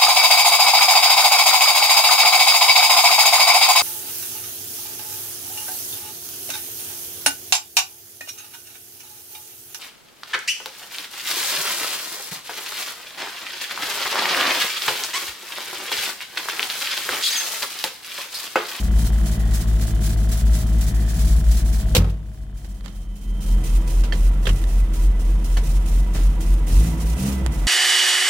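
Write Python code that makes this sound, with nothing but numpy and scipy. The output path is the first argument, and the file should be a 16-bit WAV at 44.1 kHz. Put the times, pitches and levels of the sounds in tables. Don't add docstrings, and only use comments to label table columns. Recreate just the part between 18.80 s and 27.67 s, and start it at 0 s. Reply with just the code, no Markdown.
import sys
import numpy as np
from scipy import signal
from scipy.fft import rfft, irfft, next_fast_len
from scipy.io import wavfile
from scipy.ndimage import uniform_filter1d, minimum_filter1d

SR = 44100
rng = np.random.default_rng(int(sys.argv[2]) if len(sys.argv) > 2 else 0)


def digitize_waveform(pressure):
    field = np.atleast_2d(pressure).T
    bounded = np.clip(field, -1, 1)
    quanta = np.round(bounded * 32767).astype(np.int16)
    wavfile.write(sys.argv[1], SR, quanta)


N = 391156
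TIME = np.arange(N) / SR

# [t/s, firing rate/Hz]
SPEED = [(0, 54.5), (1.2, 53.6), (2.5, 54.3), (3.05, 53.3), (3.7, 50), (4.4, 42), (7.93, 44.5), (8.07, 53),
         (8.28, 55.5), (8.46, 68), (8.64, 62), (8.8, 46)]
# [t/s, drone level/dB, wash level/dB]
BODY = [(0, -27, -42), (3.5, -29.5, -46), (4.25, -29.5, -42.5), (5.15, -34.5, -40), (6.6, -36.5, -41),
        (7.7, -34, -40), (8.87, -33, -37)]
# [t/s, puff level/dB, surge level/dB]
STUMBLES = [(-0.025, -33.5, 3.5), (0.185, -30.5, 2.5), (0.457, -31.5, 1.5), (0.735, -29.5, 0.5),
            (1.01, -32.5, -1.5), (1.235, -30, 1), (1.515, -30, 2.5), (1.73, -30.5, 1), (2.008, -30.5, 0.5),
            (2.282, -34, 4.5), (2.39, -30, 2), (2.505, -32.5, 5.5), (2.71, -28.5, 2), (2.925, -34, 2.5),
            (3.15, -45, 1), (3.46, -44.5, -0.5), (3.555, -43, 0), (3.77, -37, 1.5), (3.885, -37.5, -2),
            (4.03, -43, 1.5), (4.15, -37.5, 3.5), (4.355, -36, 5), (4.605, -36, 5.5), (4.838, -36, 6.5),
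            (5.075, -37.5, 6.5), (5.35, -39, 7), (5.63, -40.5, 6.5), (5.757, -40, 2), (5.87, -39, 5.5),
            (6.135, -37.5, 6.5), (6.394, -42.5, 7.5), (6.643, -38, 5), (6.835, -37.5, 6.5),
            (7.06, -37.5, 7), (7.335, -37.5, 6.5), (7.605, -37.5, 6), (7.868, -38, 9.5), (8.2, -35.5, 0.5),
            (8.72, -41, 0)]
# [fast idle: delay t/s, level/dB, sag level/dB; then the same three in the lope]
PUFFS = [(-0.028, -9, 1.3, -0.032, -22.5, 1.5), (0, -2, 2.5, -0.00067, -1, 11),
         (0.056, -3.5, 19, 0.0545, -3, 4.1), (0.135, -9.5, 2, 0.097, -3, 0.62),
         (0.193, -11, 1, 0.1636, -13, 6.6)]
# [t/s, share of lope]
LOPE = [(4.2, 0), (4.55, 1)]
# [t/s, depth level/dB]
MISFIRES = [(0.56, 9.5), (0.835, 4), (1.08, 8), (2.115, 7), (2.325, 3), (3.09, 11.5), (3.8, 10),
            (4.375, 12), (8.15, 7), (8.46, 12), (8.74, 8)]
# [t/s, length t/s, air rush level/dB, drone rise level/dB, growl level/dB]
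BLIPS = [(7.864, 0.21, -35, 4, -26), (8.35, 0.14, -33, 4.5, -22)]
# [f/Hz, width f/Hz, fast idle level/dB, slow idle level/dB]
CABIN = [(60.4, 12, 0.5, 3.5), (108, 5.9, 4.5, -6.5), (136.8, 16.3, -12, 0), (182.4, 18.2, -1.5, -4.5),
         (234.5, 8.8, -2, -13.5)]
ORDER_MULTIPLES = [2.75, 3]
# [fast idle level/dB, slow idle level/dB]
ORDER_LEVELS = [(-8, -14), (-28, -5)]
GROWL_LEVELS = [-4, 0, -11, -16]
# [t/s, level/dB, decay t/s]
SNAP = [(3.1498, 2.5, 0.014), (3.166, 2.5, 0.004), (3.179, -9, 0.007), (3.297, -28, 0.015)]
# [f/Hz, level/dB]
SNAP_COLOUR = [(150, 12), (380, -11), (490, 17.5), (650, -17), (1300, -11), (2900, 3.5), (5500, -1),
               (12500, -9), (16000, -7.5)]
# [f/Hz, level/dB, time to fall 60 dB t/s]
DASH = [(50.16, 2, 0.75), (93, 4.5, 0.41), (134.3, -5.5, 0.53), (168.9, -4, 0.53), (194.3, -6, 0.23),
        (323, -18, 0.21)]
# [t/s, level/dB, left-right level/dB, rattle decay t/s, ring level/dB, thud level/dB]
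CLICKS = [(3.845, -27, -13, 0.011, -4, -61), (4.0087, -24, -10, 0.0015, -22, -60),
          (4.04, -29, -16, 0.06, -32, -36), (4.0605, -11, -17, 0.00064, -10, -33),
          (4.08, -23, 4, 0.002, -20, -54), (5.235, -28.5, -3, 0.022, -21, -56),
          (5.3237, -28.5, -8, 0.025, 16.5, -58), (5.654, -28.5, -11, 0.01, -6, -53),
          (5.669, -20, 0, 0.014, 0, -31.5), (5.69, -24.5, -6, .012, -2, -24),
          (5.840, -23.5, -20, 0.0016, -18, -60), (6.769, -24.5, 0, 0.02, 0, -41),
          (7.345, -29.5, -4, 0.052, -11, -33), (8.663, -10.5, -20, 0.0011, -31, -34),
          (8.67, -24, -4, 0.00098, -14, -53)]
# [f/Hz, level/dB]
CLICK_COLOUR = [(200, 29), (700, 18.5), (1700, 18), (4500, 13), (8000, 8), (16000, -4)]
# [f/Hz, level/dB, time to fall 60 dB t/s]
LINKAGE = [(1777, -4.5, 0.027), (2050, -22, 0.12), (2700, -21.5, 0.047), (3180, -11, 0.061),
           (4470, -14, 0.036), (5800, -24, 0.024)]
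# [t/s, level/dB, f/Hz, decay t/s]
CHIRPS = [(4.0822, -12.5, 3550, 0.0012), (5.655, -28, 3400, 0.01), (5.668, -16.5, 2960, 0.0048),
          (5.67, -12, 1650, 0.0023), (5.690, -25.5, 2930, 0.011), (6.77, -27, 2900, 0.006)]
# [f/Hz, fast idle level/dB, slow idle level/dB]
WASH = [(240, -24.5, -7), (356, -8, -16), (445, -10, -10), (620, -18, -20), (1110, -16.5, -19),
        (2120, -25.5, -26.5), (3540, -22.5, -30.5), (6900, -59, -60)]
# [f/Hz, width f/Hz, fast idle level/dB, slow idle level/dB]
PANELS = [(146.7, 10.3, 0.5, 0.5), (199.6, 5.8, 0.5, -4), (237.9, 6.7, -17, -7), (327.4, 10.3, -2.5, -3.5),
          (686, 87, -5, -11), (971, 13, -19, -13.5), (1998, 14, -15.5, -16)]
# [f/Hz, width f/Hz, level/dB]
TICK_MODES = [(850, 150, -4), (1470, 140, -1), (1650, 140, 0), (1910, 140, 0)]
# [f/Hz, fast idle level/dB, slow idle level/dB]
AIR = [(1530, -1, -5), (2680, -3.5, 4.5), (3580, 0.5, 0.5), (6860, 2.5, 4), (7550, 2.5, 1), (9280, -1.5, 7),
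       (10030, 3.5, -1.5), (11100, -3.5, 1), (15800, -2.5, -3)]
# [t/s, length t/s, level/dB, start f/Hz, end f/Hz]
WHEEZES = [(.5, .44, -50, 1880, 1880), (2.0, .45, -49, 1950, 1640)]
# [t/s, level/dB]
WHINE = [(0, -58), (.3, -51), (.7, -59), (3.7, -63), (3.88, -52), (4.7, -51), (5.2, -63)]
WHINE_TONES = [3063, 3145]
# [f/Hz, fast idle level/dB, slow idle level/dB]
LEAN = [(600, 1, -1.5), (1500, -1, -6.5), (2740, -1, -8), (6660, 0, 3), (8250, -6, -7.5), (14000, 2, 5)]

SURGE_FAST_S, SURGE_SLOW_S, SURGE_WIDTH_S = 0.165, 0.105, 0.08
SAG_FAST_S, SAG_SLOW_S, SAG_WIDTH_S = 0.035, 0.021, 0.012
MISFIRE_WIDTH_S = 0.025
PUFF_ATTACK_S, PUFF_HOLD_S, PUFF_RELEASE_S, AIR_FLOOR_DB = 0.0048, 0.02, 0.032, -51
BEAT_FAST_DB, BEAT_SLOW_DB, BOOM_TOP_HZ, OFF_BOOM_DB_PER_HZ = -16, -18, 58.4, 0.6
FLYWHEEL_S, SPIN_FAST, SPIN_SLOW = 0.1, 0.01, 0.028
BLIP_ATTACK_S, BLIP_RELEASE_S, BLIP_WASH_SHARE = 0.038, 0.071, 0.55
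CHATTER_DB, CHATTER_RATE_HZ = 3.5, 90
RATTLE_SWELL = 0.07
CHIRP_WIDTH_HZ, CHIRP_ATTACK_S, CHIRP_PAN_DB = 600, 0.00034, -9
TICK_DB = -6.5
WHEEZE_WIDTH_HZ = 110
CUTOFF_HZ = 16000


def engine(drone_follows=0.051):
    firing_hz, = in_time(SPEED)
    drone_db, wash_db = in_time(BODY)
    slow, = in_time([(3.6, 0), (4.5, 1)])
    puffs, surge_db = stumbling()
    rush, blip_db, growl_gain = throttle()

    beat_db = between(BEAT_FAST_DB, BEAT_SLOW_DB, slow) + surge_db - bumps(MISFIRES, MISFIRE_WIDTH_S)
    swing_db = beat_db - uniform_filter1d(beat_db, SR // 2)
    surge_swing_db = surge_db - uniform_filter1d(surge_db, SR // 2)
    keep = np.exp(-1 / (FLYWHEEL_S * SR))
    spin_db = signal.lfilter([1 - keep], [1, -keep], surge_swing_db)
    swayed_hz = firing_hz * (1 + between(SPIN_FAST, SPIN_SLOW, slow) * spin_db)
    firings = np.cumsum(swayed_hz) / SR

    off_boom_db = OFF_BOOM_DB_PER_HZ * np.maximum(firing_hz - BOOM_TOP_HZ, 0)
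    beat = from_db(beat_db - off_boom_db) * exhaust(firings, slow)
    body = from_db(drone_db + blip_db + drone_follows * swing_db) * drone(firings, slow)
    tones = from_db(drone_db) * orders(firings, slow) + growl_gain * growl(firings)
    machinery = from_db(wash_db + BLIP_WASH_SHARE * blip_db) * wash(firings, slow)
    ticks = from_db(wash_db + TICK_DB) * (1 - slow) * ticking(firings)
    air_gain = np.sqrt(puffs ** 2 + rush ** 2 + from_db(AIR_FLOOR_DB) ** 2)
    air = air_gain * hiss(firings, slow)
    return beat + body + tones + lean(machinery + ticks + wheezes() + accessories(slow) + air, slow)


def exhaust(firings, slow, boom_fast_db=-13, boom_slow_db=-23, wander_turns=0.37):
    second_gain = from_db(-18) * (1 - 0.87 * slow)
    second = second_gain * np.sin(2 * np.pi * 2 * firings)
    uneven = 0.21 * (1 - 0.19 * slow) * drift(18.6)
    beat = (np.sin(2 * np.pi * firings) + second) * (1 + uneven)
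    boom_turns = firings * 3 / 4 + wander_turns * drift(1.02)
    boom = from_db(between(boom_fast_db, boom_slow_db, slow)) * np.sin(2 * np.pi * boom_turns)
    side = from_db(-21) * beat * [[1], [-1]] * (1 - slow)
    return np.sqrt(2) * (beat + side + boom)


def drone(firings, slow, uneven_db=6.0, jitter_s=0.0004, rough_db=-13, side_db=-12, path_s=0.007):
    at = np.flatnonzero(np.diff(np.floor(firings)))
    late, strength = rng.standard_normal((N // 100, 2))[:len(at)].T
    places = np.clip(at + (jitter_s * SR * late).astype(int), 0, N - 1)
    pulses = np.zeros(N)
    pulses[places] = from_db(uneven_db * np.tanh(strength))
    turbulence = from_db(rough_db) * rng.standard_normal(N)
    side = from_db(side_db) * rng.standard_normal(N) * [[1], [-1]]
    drive = rms_one(pulses) + turbulence + side
    rung = 0
    for k, (hz, width, fast_db, slow_db) in enumerate(CABIN):
        delayed = np.roll(drive, int(k * path_s * SR), axis=1)
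        rung = rung + from_db(between(fast_db, slow_db, slow)) * resonate(delayed, hz, width)
    return rms_one(signal.sosfilt(signal.butter(2, [60, 320], "band", fs=SR, output="sos"), rung))


def orders(firings, slow, waver_db=7.5, wander_turns=0.064):
    out = 0
    for multiple, (fast_db, slow_db) in zip(ORDER_MULTIPLES, ORDER_LEVELS):
        level_db = between(fast_db, slow_db, slow) + waver_db * np.tanh(drift(2.8))
        turns = multiple * firings + wander_turns * drift(18.0)
        out = out + from_db(level_db) * np.sin(2 * np.pi * turns)
    return out


def growl(firings):
    out = 0
    for k, db in enumerate(GROWL_LEVELS, 2):
        out = out + from_db(db + 2.5 * drift(14)) * np.sin(2 * np.pi * k * firings)
    return rms_one(out)


def throttle():
    rush, rise_db, growl_gain = 0, 0, 0
    for s, length, air_db, drone_db, growl_db in BLIPS:
        rise = 1 - np.exp(-np.maximum(TIME - s, 0) / BLIP_ATTACK_S)
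        fall = np.exp(-np.maximum(TIME - s - length, 0) / BLIP_RELEASE_S)
        opening = rise * fall
        rush = rush + from_db(air_db) * opening
        rise_db = rise_db + drone_db * opening
        growl_gain = growl_gain + from_db(growl_db) * opening ** 2
    return rush, rise_db, growl_gain


def stumbling():
    power, sags, surges = np.zeros(N), [], []
    lopes = np.interp([s for s, _, _ in STUMBLES], *np.transpose(LOPE))
    ends = [s + PUFFS[0][0] for s, _, _ in STUMBLES[1:]] + [N / SR]
    for (start, puff_db, surge_db), lope, end in zip(STUMBLES, lopes, ends):
        surges.append((start + between(SURGE_FAST_S, SURGE_SLOW_S, lope), surge_db))
        for fast_puff, slow_puff in np.reshape(PUFFS, (-1, 2, 3)):
            delay, db, sag_db = between(fast_puff, slow_puff, lope)
            s = start + delay
            if s >= end:
                continue
            span, _ = after(max(s - PUFF_ATTACK_S, 0))
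            since = TIME[span] - s - PUFF_ATTACK_S
            swell = (np.minimum(since, 0) / PUFF_ATTACK_S) ** 2
            fade = (np.maximum(since - PUFF_HOLD_S, 0) / PUFF_RELEASE_S) ** 2
            power[span] += (from_db(puff_db + db) * np.exp(-swell - fade)) ** 2
            sags.append((s + between(SAG_FAST_S, SAG_SLOW_S, lope), sag_db))
    return np.sqrt(power), bumps(surges, SURGE_WIDTH_S) - bumps(sags, SAG_WIDTH_S)


def knob(boom_db=0.0, boom_delay=0.0195, tail_db=-7, tail_decay=0.063, pan_db=-3.0):
    out, crack = np.zeros((2, N)), noise(SNAP_COLOUR)
    for s, db, decay in SNAP:
        span, age = after(s)
        out[:, span] += from_db(db) * spread(pan_db) * crack[:, span] * np.exp(-age / decay)
    span, age = after(SNAP[0][0])
    parts = noise([(110, 17), (230, 15.5), (500, 11.0), (3000, -5.5), (16000, -22)])
    chatter = rms_one(from_db(CHATTER_DB * np.tanh(drift(CHATTER_RATE_HZ)))) * parts
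    out[:, span] += from_db(tail_db) * chatter[:, span] * np.exp(-age / tail_decay)
    span, age = after(SNAP[0][0] + boom_delay)
    out[:, span] += from_db(boom_db) * struck(DASH, age) * (1 - np.exp(-age / 0.0079))
    return out


def controls():
    out, rattle = np.zeros((2, N)), noise(CLICK_COLOUR)
    for s, db, pan_db, decay, ring_db, thud_db in CLICKS:
        span, age = after(s)
        shape = (1 - np.exp(-age / (RATTLE_SWELL * decay))) * np.exp(-age / decay)
        click = rattle[:, span] * shape + from_db(ring_db) * struck(LINKAGE, age)
        out[:, span] += from_db(db) * spread(pan_db) * click + from_db(thud_db) * struck(DASH, age)
    return out


def chirps():
    out = np.zeros((2, N))
    for s, db, hz, decay in CHIRPS:
        span, age = after(s)
        once = resonate(rng.standard_normal((2, SR)), hz, CHIRP_WIDTH_HZ)
        rub = rms_one(resonate(once, hz, CHIRP_WIDTH_HZ))[:, :len(age)]
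        shape = (1 - np.exp(-age / CHIRP_ATTACK_S)) * np.exp(-age / decay)
        out[:, span] += from_db(db) * spread(CHIRP_PAN_DB) * rub * shape
    return out


def wash(firings, slow, throb_db=-1.5, panel_side=0.53):
    drive = rng.standard_normal(N) + panel_side * rng.standard_normal((2, N))
    song = 0
    for hz, width, fast_db, slow_db in PANELS:
        panel = rms_one(resonate(resonate(drive, hz, 2 * width), hz, 2 * width))
        song = song + from_db(between(fast_db, slow_db, slow)) * panel
    return idle_noise(WASH, slow) * from_db(throb_db * np.sin(2 * np.pi * firings)) + song


def ticking(firings, uneven_db=1.2):
    at = np.flatnonzero(np.diff(np.floor(firings * 2 / 3)))
    chance = rng.standard_normal((N // 500, len(TICK_MODES), 2))[:len(at)]
    out = 0
    for k, (hz, width, db) in enumerate(TICK_MODES):
        strokes = np.zeros((2, N))
        right_sign = (-1) ** (k // 3)
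        strokes[:, at] = from_db(db + uneven_db * chance[:, k].T) * [[1], [right_sign]]
        out = out + resonate(strokes, hz, width)
    return rms_one(out)


def hiss(firings, slow, flutter_db=0.8, patchy_db=1.3):
    flutter = flutter_db * np.sin(np.pi * firings)
    return idle_noise(AIR, slow) * from_db(flutter + patchy_db * drift(29))


def wheezes():
    out = np.zeros((2, N))
    for s, length, db, from_hz, to_hz in WHEEZES:
        span, age = after(s)
        along = np.minimum(age / length, 1)
        phase = 2 * np.pi * np.cumsum(between(from_hz, to_hz, along)) / SR
        swell = np.sqrt(np.abs(np.sin(np.pi * along)))
        for side in out:
            cosine_part = drift(WHEEZE_WIDTH_HZ)[span] * np.cos(phase)
            sine_part = drift(WHEEZE_WIDTH_HZ)[span] * np.sin(phase)
            side[span] += from_db(db) * swell * (cosine_part + sine_part)
    return out


def accessories(slow, hum_hz=638, hum_db=-47, low_hz=203, low_db=19):
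    whine_db, = in_time(WHINE)
    hum_gain = from_db(hum_db + 1.5 * drift(7)) * (1 - slow)
    hum = hum_gain * np.sin(2 * np.pi * np.cumsum(hum_hz + 8 * drift(14)) / SR)
    whine = 0
    for hz in WHINE_TONES:
        tone = np.sin(2 * np.pi * np.cumsum(hz + 16 * drift(19.3)) / SR)
        whine = whine + from_db(4.9 * np.tanh(drift(2.3))) * tone
    low = from_db(low_db) * np.sin(2 * np.pi * np.cumsum(low_hz + drift(1.48)) / SR)
    return hum + from_db(whine_db) * (rms_one(whine) + low)


def lean(x, slow):
    size = next_fast_len(N)
    hz, spectrum = np.fft.rfftfreq(size, 1 / SR), rfft(x, size)
    points, *columns = np.transpose(LEAN)
    leaned = []
    for db in columns:
        gain = from_db(np.interp(hz, points, db) * [[1], [-1]] / 2)
        gain = gain / np.sqrt(np.mean(gain ** 2, axis=0))
        leaned.append(irfft(spectrum * gain, size)[:, :N])
    return between(*leaned, slow)


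def idle_noise(colours, slow):
    fast_noise = noise([(hz, db) for hz, db, _ in colours])
    slow_noise = noise([(hz, db) for hz, _, db in colours])
    return np.sqrt(1 - slow) * fast_noise + np.sqrt(slow) * slow_noise


def noise(spectrum, merge_hz=650, ripple_hz=45):
    size = next_fast_len(N)
    hz = np.maximum(np.fft.rfftfreq(size, 1 / SR), 1)
    points = np.array(spectrum)
    colour_db = np.interp(np.log(hz), np.log(points[:, 0]), points[:, 1])
    low_fade = np.minimum(hz / points[0, 0], 1) ** 2
    chance_db = 2.2 * rng.standard_normal(SR // 20)
    ripple_db = np.interp(hz / ripple_hz, np.arange(len(chance_db)), chance_db) * hz / (hz + merge_hz)
    gain = from_db(colour_db + ripple_db) * low_fade
    alike = 1 / (1 + (hz / merge_hz) ** 4)
    mid, side = rfft(rng.standard_normal((2, size)))
    stereo = np.sqrt(1 + alike) * mid + np.sqrt(1 - alike) * side * [[1], [-1]]
    return rms_one(irfft(gain * stereo, size)[:, :N])


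def resonate(x, hz, width):
    r = np.exp(-np.pi * width / SR)
    feedback = [1, -2 * r * np.cos(2 * np.pi * hz / SR), r * r]
    return signal.lfilter(np.array([1, 0, -1]) * (1 - r * r) / 2, feedback, x + 1e-18)


def struck(modes, age):
    out = 0
    for k, (hz, db, t60) in enumerate(modes):
        out = out + (-1) ** k * from_db(db - 60 * age / t60) * np.sin(2 * np.pi * hz * age)
    return out


def drift(rate_hz):
    r = np.exp(-80 * np.pi * rate_hz / SR)
    chance = rng.standard_normal(N // 40 + 2002)
    slow = signal.lfilter([1], [1, -2 * r, r * r], chance)[2000:]
    return np.interp(np.arange(N) / 40, np.arange(len(slow)), rms_one(slow))


def bumps(rows, width_s):
    coarse = TIME[::40]
    total = sum(height * np.exp(-((coarse - s) / width_s) ** 2) for s, height in rows)
    return np.interp(TIME, coarse, total)


def between(start, end, share):
    return start + share * (end - start)


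def in_time(rows):
    s, *columns = np.transpose(rows)
    return [np.interp(TIME, s, c) for c in columns]


def after(s):
    start = round(s * SR)
    stop = min(start + SR, N)
    return slice(start, stop), np.arange(stop - start) / SR


def spread(db):
    return rms_one(from_db(np.array([[db], [-db]]) / 2))


def from_db(db):
    return 10 ** (np.asarray(db) / 20)


def rms_one(x):
    return x / np.sqrt(np.mean(x ** 2) + 1e-20)


def scene():
    return engine() + knob() + controls() + chirps()


def gain_control(x, threshold_db=-21, deepest_db=12.0, hold_s=1.197, release_db_per_s=31):
    sensed = signal.sosfilt(signal.butter(2, 400, "high", fs=SR, output="sos"), x)
    power = uniform_filter1d(np.mean(sensed ** 2, axis=0), SR // 100, origin=SR // 250)
    over_db = np.clip(10 * np.log10(np.maximum(power, 1e-12)) - threshold_db, 0, deepest_db)
    size = int(hold_s * SR) // 2 * 2 + 1
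    held_db = -minimum_filter1d(-over_db, size, origin=size // 2, mode="constant")
    release_db = release_db_per_s * TIME
    cut_db = np.maximum.accumulate(held_db + release_db) - release_db
    return x * from_db(-cut_db)


def record(dry):
    heard = signal.sosfilt(signal.butter(6, 29, "high", fs=SR, output="sos"), dry)
    limited = 0.85 * np.tanh(gain_control(heard) / 0.85)
    return signal.sosfilt(signal.ellip(12, 0.1, 80, CUTOFF_HZ, fs=SR, output="sos"), limited)


dry = scene()
out = record(dry)
digitize_waveform(out)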